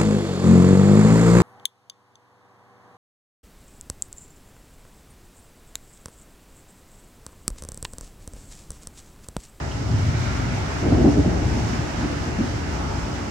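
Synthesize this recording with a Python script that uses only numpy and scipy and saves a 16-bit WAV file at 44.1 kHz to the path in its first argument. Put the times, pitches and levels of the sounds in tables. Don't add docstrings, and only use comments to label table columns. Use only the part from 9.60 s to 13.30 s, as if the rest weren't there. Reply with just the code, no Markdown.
import sys
import numpy as np
from scipy import signal
from scipy.fft import rfft, irfft, next_fast_len
from scipy.io import wavfile
from scipy.ndimage import uniform_filter1d

SR = 44100
rng = np.random.default_rng(int(sys.argv[2]) if len(sys.argv) > 2 else 0)


def store_pcm(level_fs):
    pcm = np.round(np.clip(level_fs, -1, 1) * 32767).astype(np.int16)
    wavfile.write(sys.argv[1], SR, np.atleast_2d(pcm).T)


N = 163170


def undb(db):
    return 10 ** (np.asarray(db) / 20)


def unit(x):
    return x / np.sqrt(np.mean(x ** 2))


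def curve(rows):
    return undb(np.interp(np.arange(N) / SR, *np.array(rows).T))


def colour(x, points):
    size = next_fast_len(N + SR // 2, True)
    hz, db = np.array(points).T
    f = np.maximum(np.arange(size // 2 + 1) * SR / size, 1)
    gain_db = np.interp(np.log(f), np.log(hz), db)
    cepstrum = irfft(np.log(undb(gain_db)), size)
    cepstrum[1:size // 2] *= 2
    cepstrum[size // 2 + 1:] = 0
    response = np.exp(rfft(cepstrum))
    return irfft(rfft(x, size) * response, size)[..., :N]


def pitched(points, pitch):
    return [(hz * pitch, gain) for hz, gain in points]


def walk(rate):
    k = max(int(SR / rate), 1)
    steps = np.repeat(rng.standard_normal(1024), k)[:N]
    return unit(uniform_filter1d(uniform_filter1d(steps, k), k))


def pan(db):
    return undb(np.array([[db], [-db]]) / 2)


CHURN_DB, CHURN_PER_S = 1.1, 22


def churn(points):
    size = next_fast_len(N, True)
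    spectrum = rfft(colour(rng.standard_normal((2, N)), points), size)
    hz = np.arange(size // 2 + 1) * SR / size
    band = np.floor(2 * np.log2(np.clip(hz, 260, 4000))).astype(int)
    water = 0
    for k in np.unique(band):
        part = irfft(spectrum * (band == k), size)[:, :N]
        water = water + part * undb(CHURN_DB * walk(CHURN_PER_S))
    return unit(water)


# (frequency [Hz], relative gain [dB])
BREAKER_TONE = [(400, -27), (900, -15), (1400, 6), (1750, -2), (2300, 1.5), (2700, -13), (4000, -9),
                (5500, -25), (10000, -53)]
WAVE_RISE_S, WAVE_FADE_S = 0.32, 0.85


def breaker(at, db, pitch):
    t = np.arange(N) / SR - at
    rise = np.exp(-(t / WAVE_RISE_S) ** 2)
    fade = np.exp(-np.abs(t) / WAVE_FADE_S)
    shape = np.where(t < 0, rise, fade)
    return churn(pitched(BREAKER_TONE, pitch)) * shape * undb(db)


# (frequency [Hz], relative gain [dB])
SURF_TONE = [(60, -9.5), (200, 0.5), (380, -10.5), (520, -2), (650, -1), (920, 0.5), (1050, -5), (1350, -3),
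             (1700, -6), (2100, -7), (2550, -12), (2850, -11), (3300, -18.5), (5000, -19), (9000, -35),
             (16000, -60)]
# (time [s], level [dB])
SURF_SWELL = [(0, -35.5), (.3, -35.5), (.62, -33), (1.15, -31.5), (1.55, -34), (1.9, -32), (2.4, -31.5),
              (3.05, -33.5), (3.7, -34.5)]
# (peak time [s], level [dB], pitch factor [ratio])
BREAKING_WAVES = [(.67, -37.3, 1.0), (2.2, -45.5, 1.15), (3.3, -38.5, 0.597)]


def surf():
    wash = churn(SURF_TONE) * curve(SURF_SWELL)
    waves = sum(breaker(*row) for row in BREAKING_WAVES)
    return (wash + waves) * pan(db=-1.5)


# (frequency [Hz], relative gain [dB])
HISS_TONE_LEFT = [(1500, -9.5), (3300, -2), (4500, -12), (6000, -15.5), (7500, -8), (9000, -21.5),
                  (10500, -16), (12500, -35), (15500, -23)]
# (frequency [Hz], relative gain [dB])
HISS_TONE_RIGHT = [(1500, -7), (3300, -9), (4400, -2), (5400, 2.5), (6300, 0), (7500, -5.5), (9000, -16.5),
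                   (10500, -25), (12500, -28), (15500, -26.5)]
# (time [s], level [dB])
HISS_SWELL = [(0, -44), (.3, -43.5), (.6, -41), (1.3, -41.5), (1.75, -42), (2.05, -40), (2.7, -42.5),
              (3.7, -43)]
# (time [s], boost [dB], half width [s])
HISS_FLARES = [(1.51, 3, 0.022), (2.003, 3, 0.005)]


def hiss():
    t = np.arange(N) / SR
    left = colour(rng.standard_normal(N), HISS_TONE_LEFT)
    right = colour(rng.standard_normal(N), HISS_TONE_RIGHT)
    flare_db = sum(db * np.exp(-((t - at) / width) ** 2) for at, db, width in HISS_FLARES)
    drift_db = 0.68 * walk(22.78)
    return unit(np.array([left, right])) * curve(HISS_SWELL) * undb(flare_db + drift_db)


# (delay [s], level [dB])
BOARDS_LEFT = [(.0047, -16), (.0093, -20), (0.0157, -21)]
# (delay [s], level [dB])
BOARDS_RIGHT = [(.0039, -31), (.0108, -15.5), (0.0145, -19.5)]


def reflected(pair):
    sides = []
    for x, rows in zip(pair, (BOARDS_LEFT, BOARDS_RIGHT)):
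        copies = sum(undb(db) * np.roll(x, int(delay * SR)) for delay, db in rows)
        sides.append(unit(x + copies) * np.std(x))
    return np.array(sides)


# (frequency [Hz], relative gain [dB])
TICK_TONE = [(1500, -40), (2600, -7), (3100, 1), (3500, -16), (6000, -26), (16000, -60)]
TICK_S, TICK_HALF_WIDTH_S, TICK_DB = .118, .005, -40


def tick():
    t = np.arange(N) / SR - TICK_S
    noise = unit(colour(rng.standard_normal(N), TICK_TONE))
    return noise * np.exp(-(t / TICK_HALF_WIDTH_S) ** 2) * undb(TICK_DB)


SHOCKS_PER_S, SHOCK_SPREAD_DB = 1800, 2


def shocks():
    arrives = rng.random(N) < SHOCKS_PER_S / SR
    sign = np.sign(rng.standard_normal(N))
    return arrives * sign * undb(SHOCK_SPREAD_DB * rng.standard_normal(N))


# (frequency [Hz], width [Hz], gain at the centre [dB])
ROOF_MODES = [(289, 10, .5), (365.3, 7, -.5), (650, 16, -8.5)]


def ring(x):
    return x + sum(undb(db) * signal.lfilter(*signal.iirpeak(hz, hz / width, SR), x)
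                   for hz, width, db in ROOF_MODES)


def rolling(levels, points, even_s):
    x = unit(ring(colour(shocks(), points)))
    mean_power = uniform_filter1d(x ** 2, max(int(even_s * SR), 2))
    return x / np.sqrt(np.maximum(mean_power, 1e-6)) * curve(levels)


def burst(start, db, length, points, tail_s, pitch=1):
    t = np.arange(N) / SR
    shape = (t >= start) * np.exp(-np.maximum(t - start - length, 0) / tail_s)
    x = ring(colour(shocks() * shape, pitched(points, pitch)))
    return x * undb(db) * np.sqrt((length + tail_s) * SR / np.sum(x ** 2))


# (time [s], level [dB])
OPENING_SWELL = [(0, -38), (.2, -27), (.33, -24), (.6, -25), (.88, -28), (1.15, -33.5), (1.7, -37),
                 (3.7, -71)]
# (frequency [Hz], relative gain [dB])
OPENING_TONE = [(20, -39), (50, -16), (75, 1.5), (96, 4.5), (125, 4), (165, -6), (205, -11), (260, -7.5),
                (350, -32.5), (450, -50), (800, -57), (5000, -120)]


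def opening():
    return rolling(OPENING_SWELL, OPENING_TONE, even_s=0.043)


# (time [s], level [dB])
RUMBLE_SWELL = [(0, -28.5), (.25, -34), (.55, -32.5), (.72, -25.5), (1.0, -26), (1.17, -31), (1.34, -20),
                (1.62, -23), (1.78, -24), (1.92, -23), (2.1, -27), (2.31, -33.5), (2.38, -28), (2.9, -29.5),
                (3.25, -28), (3.38, -27), (3.7, -34)]
# (frequency [Hz], relative gain [dB])
RUMBLE_TONE = [(15, -45), (30, -21.5), (45, -8), (64, 1.5), (86, 0), (128, -4.5), (170, -10.5), (250, -21),
               (400, -40.5), (800, -62), (5000, -120)]


def rumble():
    return rolling(RUMBLE_SWELL, RUMBLE_TONE, even_s=0.065)


# (start time [s], level [dB], length [s])
BOOM_HITS = [(0.297, -21.5, 0.011), (.321, -16, 0.017), (0.383, -24, .02), (0.421, -21, 0.017),
             (0.463, -19, .024), (0.543, -21, 0.012), (1.324, -19, .018), (1.574, -17, 0.019),
             (1.847, -22, 0.024), (2.022, -23, 0.02), (2.18, -22, 0.019), (2.367, -32, 0.01),
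             (2.885, -28.5, 0.0067), (2.931, -24.5, 0.0078), (3.124, -27, 0.012), (3.621, -35, 0.022)]
# (frequency [Hz], relative gain [dB])
BOOM_TONE = [(20, -41), (50, -25), (76, 0.5), (110, 4.5), (150, -4.5), (220, -22.5), (400, -43), (800, -66),
             (5000, -120)]


def booms():
    return sum(burst(start, db, length, BOOM_TONE, tail_s=0.0063) for start, db, length in BOOM_HITS)


# (time [s], level [dB])
ROLL_SWELL = [(0, -35.5), (.12, -39), (.22, -34), (.6, -35.5), (1.19, -34), (1.26, -23), (1.39, -20.5),
              (1.53, -27), (1.63, -28), (1.7, -24.5), (1.87, -30), (2.1, -31), (2.33, -33.5), (2.48, -32.5),
              (2.62, -33.5), (2.85, -33), (3.05, -32.5), (3.7, -33.5)]
# (frequency [Hz], relative gain [dB])
ROLL_TONE = [(30, -30.5), (55, -33.5), (110, -8), (165, -1.5), (200, -2), (235, 2), (290, -2.5), (330, -2),
             (390, -4.5), (445, -8), (520, -15), (680, -11.5), (900, -24.5), (1400, -38), (3000, -67.5),
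             (10000, -115)]


def roll():
    return rolling(ROLL_SWELL, ROLL_TONE, even_s=.05)


# (start time [s], level [dB], length [s], pitch factor [ratio])
CLAP_HITS = [(1.235, -26, .03, 1.2), (1.32, -18, 0.025, 1.05), (1.363, -22, 0.062, .87),
             (1.44, -12, 0.036, 0.984), (1.482, -16.5, .009, 1.01), (1.557, -15, 0.039, 1.05),
             (1.656, -17, 0.02, 0.81), (1.794, -27.5, 0.04, 1.05), (1.91, -22.5, 0.0089, 0.92),
             (1.948, -25, 0.033, 0.81), (2.121, -28, .025, 0.88), (2.24, -31.5, 0.0079, 1.25),
             (2.385, -29.5, .035, .76), (2.427, -23, 0.03, 0.94), (2.496, -31, 0.031, 1.23),
             (2.658, -30.5, 0.037, 0.84), (2.77, -27, 0.024, 0.76), (2.786, -20.5, .028, .84),
             (2.83, -27, 0.021, 0.89)]
# (frequency [Hz], relative gain [dB])
CLAP_TONE = [(20, -54), (45, -16), (100, -13.5), (165, -1.5), (200, -5), (235, 3), (290, 3), (335, -6),
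             (380, -6), (445, -12.5), (530, -27.5), (720, -19.5), (950, -33.5), (1500, -40), (3000, -74),
             (10000, -120)]


def claps():
    return sum(burst(start, db, length, CLAP_TONE, tail_s=0.0053, pitch=pitch)
               for start, db, length, pitch in CLAP_HITS)


# (start time [s], level [dB], length [s])
CRACK_HITS = [(1.442, -28.5, 0.019), (1.559, -32.5, 0.019), (1.643, -34, 0.014)]
# (frequency [Hz], relative gain [dB])
CRACK_TONE = [(100, -26), (400, -10), (520, -8), (620, 3.5), (720, -3), (860, -4), (1000, -20), (1500, -26),
              (10000, -110)]


def cracks():
    return sum(burst(start, db, length, CRACK_TONE, tail_s=0.0034) for start, db, length in CRACK_HITS)


# (frequency [Hz], gain [dB])
PORCH_SIDE_TONE = [(30, -19), (90, -15.5), (175, -6.5), (280, -14), (370, -6.5), (490, 5.5), (650, -5.5),
                   (1000, -2)]
PORCH_T60_S, PORCH_DELAY_S = 0.16, 0.0075


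def porch(x):
    t = np.arange(SR // 2) / SR
    decay = np.exp(-np.log(1000) * t / PORCH_T60_S)
    echo = rng.standard_normal(len(t)) * decay * (t > PORCH_DELAY_S)
    even_echo = irfft(np.exp(1j * np.angle(rfft(echo))))[:len(t) // 2]
    side = colour(signal.fftconvolve(x, even_echo)[:N], PORCH_SIDE_TONE)
    return np.array([x + side, x - side])


def thunder():
    low = opening() + rumble() + booms()
    high = roll() + claps() + cracks()
    return porch(low) * pan(db=2.0) + porch(high) * pan(db=0.05)


def scene():
    return reflected(surf() + hiss()) + tick() + thunder()


def record(dry):
    return signal.sosfilt(signal.ellip(8, .2, 80, 15700, fs=SR, output="sos"), dry)


dry = scene()
out = record(dry)
store_pcm(out)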